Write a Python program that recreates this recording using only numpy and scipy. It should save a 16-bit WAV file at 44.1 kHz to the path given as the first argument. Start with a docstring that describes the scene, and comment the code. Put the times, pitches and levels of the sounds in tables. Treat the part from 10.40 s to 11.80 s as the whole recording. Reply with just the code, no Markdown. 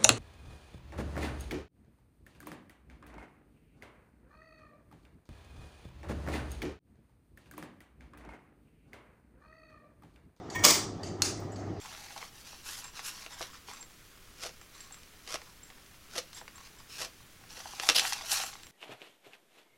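"""A bare hard room, recorded close: patchy filtered noise for its low rumble, with a wavering mains hum in it.
Far off something ticks evenly: a short rattle heard by way of the walls, with a dry ping of dying partials.
Near the microphone, steel scissors slide and shear the last threads of a cloth, as runs of random jolts
through ringing steel; they snap shut, and the table answers with a dull swelling ring.
Then a clack down on wood with a ringing handle, faint tiny clicks around it, and the metal tink of a bangle."""
import sys
import numpy as np
from scipy import signal
from scipy.io import wavfile
from scipy.ndimage import uniform_filter1d

SR = 44100
rng = np.random.default_rng(int(sys.argv[2]) if len(sys.argv) > 2 else 0)


def convert_level_to_amplitude(level_db):
    """Map a level in decibels to its linear amplitude factor."""
    exponent = np.asarray(level_db, float) / 20
    return 10 ** exponent


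def dump_mix(stems):
    """Bounce the given channels to the path in sys.argv[1] as a 16-bit WAV at rate SR."""
    frames = np.atleast_2d(stems).T  # one column per channel
    limited = np.clip(frames, -1, 1)  # hard clip at full scale
    pcm = np.round(limited * 32767).astype(np.int16)
    wavfile.write(sys.argv[1], SR, pcm)


N = 61739  # length in samples, 1.4 s


def evened(x):
    """Scales to rms 1."""
    return x / np.sqrt(np.mean(x ** 2) + 1e-20)


def read(points, hz):
    """Reads a table on a log-frequency axis."""
    f, value = np.transpose(points)
    return np.interp(np.log(hz + 1), np.log(f + 1), value)


def along(points):
    """Reads a level table over time as gain, silent before its first point."""
    s, db = np.transpose(points)
    return convert_level_to_amplitude(np.interp(np.arange(N) / SR, s, db, left=-120, right=db[-1]))


def add(mix, s, sound):
    """Mixes a sound in at a time in seconds."""
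    part = mix[round(s * SR):][:len(sound)]
    part += sound[:len(part)]


def wander(width):
    """Slow random curve of rms 1: noise averaged twice over width samples."""
    return evened(uniform_filter1d(uniform_filter1d(rng.standard_normal(N), width), width))


def crack(points):
    """Causal click with the given spectrum, as a minimum-phase response of peak 1."""
    db = np.maximum(read(points, abs(np.fft.fftfreq(4096, 1 / SR))), -80)
    log_gain = db * np.log(10) / 20
    phase = -signal.hilbert(log_gain).imag
    click = np.fft.ifft(np.exp(log_gain + 1j * phase)).real[:2048]
    return click / abs(click).max()


def ring(modes):
    """Dying partials of a struck object, each with its own decay, peak 1."""
    t = np.arange(SR // 4) / SR
    x = np.zeros(len(t))
    for hz, db, t60 in modes:
        x += convert_level_to_amplitude(db - 60 * t / t60) * np.sin(2 * np.pi * hz * t + rng.uniform(0, 2.7))
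    x *= np.minimum(t / 0.00054, 1)  # the blow takes half a millisecond
    return x / abs(x).max()


def blend(ringing, bare, ring_db):
    """A crack plus a ring at ring_db relative to it in energy, total energy 1."""
    body = convert_level_to_amplitude(ring_db) * ringing / np.linalg.norm(ringing)
    body[:len(bare)] += bare / np.linalg.norm(bare)
    return body / np.linalg.norm(body)


def rattle(body, decay_s, chatter):
    """One hard jolt and a few ms of dying chatter through a body, peak 1."""
    burst = chatter * rng.standard_normal(800) * np.exp(-np.arange(800) / SR / decay_s)
    burst[0] = -1.7
    x = signal.fftconvolve(burst, body)
    return x / abs(x).max()


def slips(per_s, curve):
    """A random run of small jolts whose strength follows a curve and then stops."""
    spread_db = 4
    size = convert_level_to_amplitude(spread_db * np.minimum(rng.exponential(1, N), 5)) * rng.choice([-1., 1.], N)
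    jolts = evened(size * (rng.random(N) < per_s / SR))
    stop = (curve[-1][0] + .02, -120)
    return jolts * along(curve + [stop])


# Colour of the room's low rumble, relative: pitch_hz, level_db [dB per Hz]
RUMBLE_COLOUR = [(20, -50), (50, -17), (97, -1), (220, -5.5), (340, 0.5), (530, -12.5), (780, -9.5),
                 (950, -17), (1250, -11.5), (1520, -21), (1900, -19.5), (2500, -30.5), (4500, -38),
                 (6000, -35.5), (8500, -46.5), (12000, -56), (16000, -57)]
# Slow drift of the rumble about its set level: start_s, level_db
RUMBLE_DRIFT = [(0, -2.5), (.15, 0.5), (.5, -1), (1.4, 0.5)]


def rumble():
    """Room rumble and hiss: noise coloured band by band, patchy in time and frequency."""
    level_db, patch_db = -39, 2.0
    frames, hz = N // 256 + 5, np.fft.rfftfreq(1024, 1 / SR)
    a, b, patches = rng.standard_normal((frames, 513, 3)).T
    patches = evened(uniform_filter1d(uniform_filter1d(patches, 10, axis=0), 8, axis=1))
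    z = (a + 1j * b) * convert_level_to_amplitude(read(RUMBLE_COLOUR, hz)[:, None] + patch_db * patches)
    noise = signal.istft(z, nperseg=1024, noverlap=768)[1][:N]
    return convert_level_to_amplitude(level_db) * along(RUMBLE_DRIFT) * evened(noise)


# Strength of the mains hum, rms before its waver: start_s, level_db
HUM_LEVEL = [(0, -84), (.2, -44), (.3, -54), (.6, -45), (1.15, -42.5), (1.4, -43)]


def hum():
    """Mains hum: one sine whose pitch and level waver at random."""
    pitch_hz, wander_hz, waver_db = 100, 4, 2.5  # wander and waver are rms
    turns = np.cumsum(pitch_hz + wander_hz * wander(1500)) / SR
    waver = convert_level_to_amplitude(waver_db * wander(500))
    return np.sqrt(2) * waver * along(HUM_LEVEL) * np.sin(2 * np.pi * turns)


# The far ticks, level before the offsets of click and ping: start_s, level_db
TICKS = [(0.1002, -32.5), (0.632, -32), (1.1588, -39.5)]
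# Partials of the ticker, relative: pitch_hz, level_db, t60_s
TICKER = [(1920, 6.5, .06), (4710, 10.5, 0.044), (6100, -2, 0.034), (7900, -19.5, .05), (11340, -10, 0.16),
          (14850, -33, .05)]
# Colour of the tick's bare crack, relative: pitch_hz, level_db [dB per Hz]
TICK_COLOUR = [(1200, -52.5), (2000, -3), (3500, -8.5), (5000, -2.5), (6500, 1.5), (8300, -8.5),
               (9500, -14), (16000, -54)]


def tick_clicks():
    """The click of each far tick, a rattled crack and ring; it is heard only by way of the walls."""
    offset_db, decay_s, chatter = 9.5, 0.0054, .12
    out, body = np.zeros(N), blend(ring(TICKER), crack(TICK_COLOUR), -16)
    for s, db in TICKS:
        add(out, s, convert_level_to_amplitude(db + offset_db) * rattle(body, decay_s, chatter))
    return out


def tick_pings():
    """The faint dry ping of each tick: the ticker's partials with a softened start."""
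    offset_db, rise_s = -3, .003
    out = np.zeros(N)
    for s, db in TICKS:
        ping = ring(TICKER)
        rise = np.minimum(np.arange(len(ping)) / SR / rise_s, 1)
        add(out, s, convert_level_to_amplitude(db + offset_db) * ping * rise)
    return out


# Decay of the echoes, before bench and wall shaping: pitch_hz, t60_s
ROOM_DECAY = [(200, 0.27), (1000, 0.36), (4000, .4), (8000, .36), (15000, 0.23)]


def room(x):
    """Quick echoes off the bench, then wall echoes that gather after a gap and die band by band."""
    gap_s, rise_s, bench_s, bench_share = 0.01, 0.027, 0.012, 1.085
    taps = np.zeros(SR)
    at = np.arange(0, SR - 12, 12) + rng.integers(0, 12, (SR - 1) // 12)  # one echo in every 12 samples
    taps[at] = rng.choice([-1., 1.], len(at))
    hz, t, z = signal.stft(taps, SR, nperseg=256)
    decay = convert_level_to_amplitude(-60 * t / read(ROOM_DECAY, hz)[:, None])
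    tail = signal.istft(z * decay, SR, nperseg=256)[1][:SR]
    t = np.arange(len(tail)) / SR
    walls = np.clip((t - gap_s) / rise_s, 0, 1)
    bench = bench_share * np.exp(-t / bench_s)
    tail = tail * (walls + bench)
    return signal.fftconvolve(x, tail / np.linalg.norm(tail))[:N]


# Ringing of the steel blades, relative: pitch_hz, level_db, t60_s
BLADES = [(1020, 0, .04), (1850, 2, .08), (2220, 1, .035), (3300, -3, .016), (4700, -9, .006),
          (5650, -1, .01), (6600, -7, .005), (7800, -9, .01), (9900, -14, .008), (15150, -19, .012)]
# Colour of a bare crack of the cut, relative: pitch_hz, level_db [dB per Hz]
CRUNCH = [(100, -25), (330, -0.5), (850, -7), (1160, 0), (1600, -10), (2240, -2), (2700, -9), (5600, 0.5),
          (7300, -2), (9000, -7.5), (11500, -15.5), (13500, -17.5), (16000, -24)]


def blade_bodies():
    """What a jolt sounds like through the steel: mostly ring when sliding, mostly crack when cutting."""
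    bare, steel = crack(CRUNCH), ring(BLADES)
    return blend(steel, bare, 14), blend(steel, bare, -21.5)


# The blades slide along each other before they bite: start_s, level_db
SLIDE = [(0.138, -55), (.157, -29), (.17, -42), (.182, -44.5), (.195, -35), (.21, -52), (0.231, -52)]


def blade_slide(sliding_body):
    """Blades slide and sing: dense small slips excite the steel."""
    return signal.fftconvolve(slips(9000, SLIDE), sliding_body)[:N]  # slips per second


# Pressure of blade on blade and cloth, before the level of the cut: start_s, level_db
CUT = [(0.228, -49), (0.24, -20), (0.25, -11.5), (0.272, -30.5), (0.308, -22.5), (0.37, -50)]


def thread_cut(cutting_body):
    """Threads part in a dense run of cracks that follows the pressure of the blades."""
    level_db, fibres_per_s = -6, 6000
    return convert_level_to_amplitude(level_db) * signal.fftconvolve(slips(fibres_per_s, CUT), cutting_body)[:N]


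# Hardest snaps as the blades shut, dry peak: start_s, level_db
SNAPS = [(0.2383, -17.5), (0.2435, -7), (.2500, -2.5), (0.2641, -8), (0.2841, -9), (0.3065, -7.5)]


def blade_snaps(cutting_body):
    """A few hard snaps stand out of the cut, each a jolt with chatter."""
    decay_s, chatter = 0.0036, .4
    out = np.zeros(N)
    for s, db in SNAPS:
        add(out, s, convert_level_to_amplitude(db) * rattle(cutting_body, decay_s, chatter))
    return out


# Partials of the wooden table, relative: pitch_hz, level_db, t60_s
TABLE_MODES = [(180.7, -6.5, 0.62), (335, 2, 0.086), (473, 4.5, 0.043), (597, 6.5, 0.032), (840, -0.5, .03),
               (1155, 0.5, 0.054)]


def table_thud():
    """The table answers the snap with a dull ring, driven by a noise push that swells and fades."""
    start_s, level_db, rise_s = .24, -38, .025
    out, t = np.zeros(N), np.arange(SR // 10) / SR
    push = rng.standard_normal(len(t)) * t / rise_s * np.exp(-t / rise_s)
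    add(out, start_s, convert_level_to_amplitude(level_db) * evened(signal.fftconvolve(push, ring(TABLE_MODES))))
    return out


# Faint tiny clicks of the hands, around the clack: start_s, level_db, pitch_hz
SPECKS = [(0.775, -59, 11600), (.975, -35, 8500), (1.001, -41, 14000), (1.019, -56, 13000)]


def hand_clicks():
    """Tiny clicks of the hands: each a sine inside a bell-shaped pulse."""
    out, t = np.zeros(N), np.arange(60) / SR
    for s, db, hz in SPECKS:
        pulse = np.exp(-((t - .0003) / 0.00016) ** 2)
        add(out, s, convert_level_to_amplitude(db) * np.sin(2 * np.pi * hz * t) * pulse)
    return out


CLACK_START_S = .8209
# Colour of scissors on wood, relative: pitch_hz, level_db [dB per Hz]
CLACK_COLOUR = [(500, -25), (1000, -16.5), (2000, -13), (3600, -13), (5300, -3.5), (6800, -6.5),
                (9200, -12.5), (11500, -25.5), (13000, -20), (16000, -47.5)]


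def clack():
    """The scissors clack down on wood: one jolt and a short chatter through a bare crack."""
    level_db, decay_s, chatter = -4, .002, .1
    out = np.zeros(N)
    add(out, CLACK_START_S, convert_level_to_amplitude(level_db) * rattle(crack(CLACK_COLOUR), decay_s, chatter))
    return out


# Partials of the dropped handle, relative: pitch_hz, level_db, t60_s
HANDLE = [(4323, 0, .06), (5416, -8, .025), (6665, -1, .035), (9119, -14, .018)]


def handle_ring():
    """The dropped handle rings faintly and close as the scissors land."""
    out = np.zeros(N)
    add(out, CLACK_START_S, convert_level_to_amplitude(-16) * ring(HANDLE))
    return out


# Partials of a bangle, relative, before the wrist damps them: pitch_hz, level_db, t60_s
BANGLE = [(6950, 2, 0.095), (7700, -1, 0.37), (10500, -14, .12), (11140, -14, 0.12), (12700, -10, 0.087)]


def bangle_tink():
    """A bangle tinks close by and is soon damped by the wrist."""
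    start_s, level_db, held_s = 1.119, -42.5, 0.047
    out, bangle = np.zeros(N), ring(BANGLE)
    damping = np.exp(-(np.arange(len(bangle)) / SR / held_s) ** 4)
    add(out, start_s, convert_level_to_amplitude(level_db) * bangle * damping)
    return out


# Microphone capsule, treble peak and roll-off: pitch_hz, level_db
CAPSULE = [(13600, 0), (14400, 10.5), (15200, 20.5), (15550, 7), (15750, -48)]


def capsule(z, hz):
    """Colours a spectrogram with the frequency response of the microphone capsule."""
    return z * convert_level_to_amplitude(read(CAPSULE, hz))[:, None]


# Gain when the suppressor is all but fully shut: pitch_hz, level_db
SUPPRESSOR_DEPTH = [(700, -1), (1500, -8.5), (5000, 1), (9000, -5), (15000, -14)]


def suppressor(z, hz):
    """Lowers the bands around 1500 Hz and the highest treble, in two steps, as the treble falls quiet."""
    knee_db = .6
    treble = (abs(z[hz > 3000]) ** 2).sum(0)
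    db = 10 * np.log10(uniform_filter1d(treble, size=11) + 1e-20)
    over = db - np.percentile(db, 15)  # above the quiet level of the treble
    shut = 0
    for share, step_db in ((1, 18), (0.49, 9)):
        shut = shut + share / (1.5 + np.exp(np.clip((over - step_db) / knee_db, -30, 30)))
    return z * convert_level_to_amplitude(read(SUPPRESSOR_DEPTH, hz)[:, None] * shut)


def scene():
    """Near sounds with some room, the far tick by way of the walls, dry rings, and the background."""
    sliding_body, cutting_body = blade_bodies()
    scissors = blade_slide(sliding_body) + thread_cut(cutting_body) + blade_snaps(cutting_body)
    near = scissors + hand_clicks() + clack()
    wet = room(convert_level_to_amplitude(-0.5) * near + tick_clicks())
    rings = tick_pings() + handle_ring() + bangle_tink()
    background = rumble() + hum()
    return (near + rings + table_thud() + wet + background)[None]


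def band_limit(x):
    """A steep low-pass at the top of the band."""
    return signal.sosfilt(signal.butter(12, 16660, fs=SR, output="sos"), x)


def record(dry):
    """The microphone capsule, then its suppressor, both worked on a spectrogram."""
    hz, _, z = signal.stft(dry[0], SR, nperseg=512, noverlap=384)
    z = suppressor(capsule(z, hz), hz)
    finished = signal.istft(z, SR, nperseg=512, noverlap=384)[1][None, :N]
    return band_limit(finished)


dry = scene()
out = record(dry)
dump_mix(out)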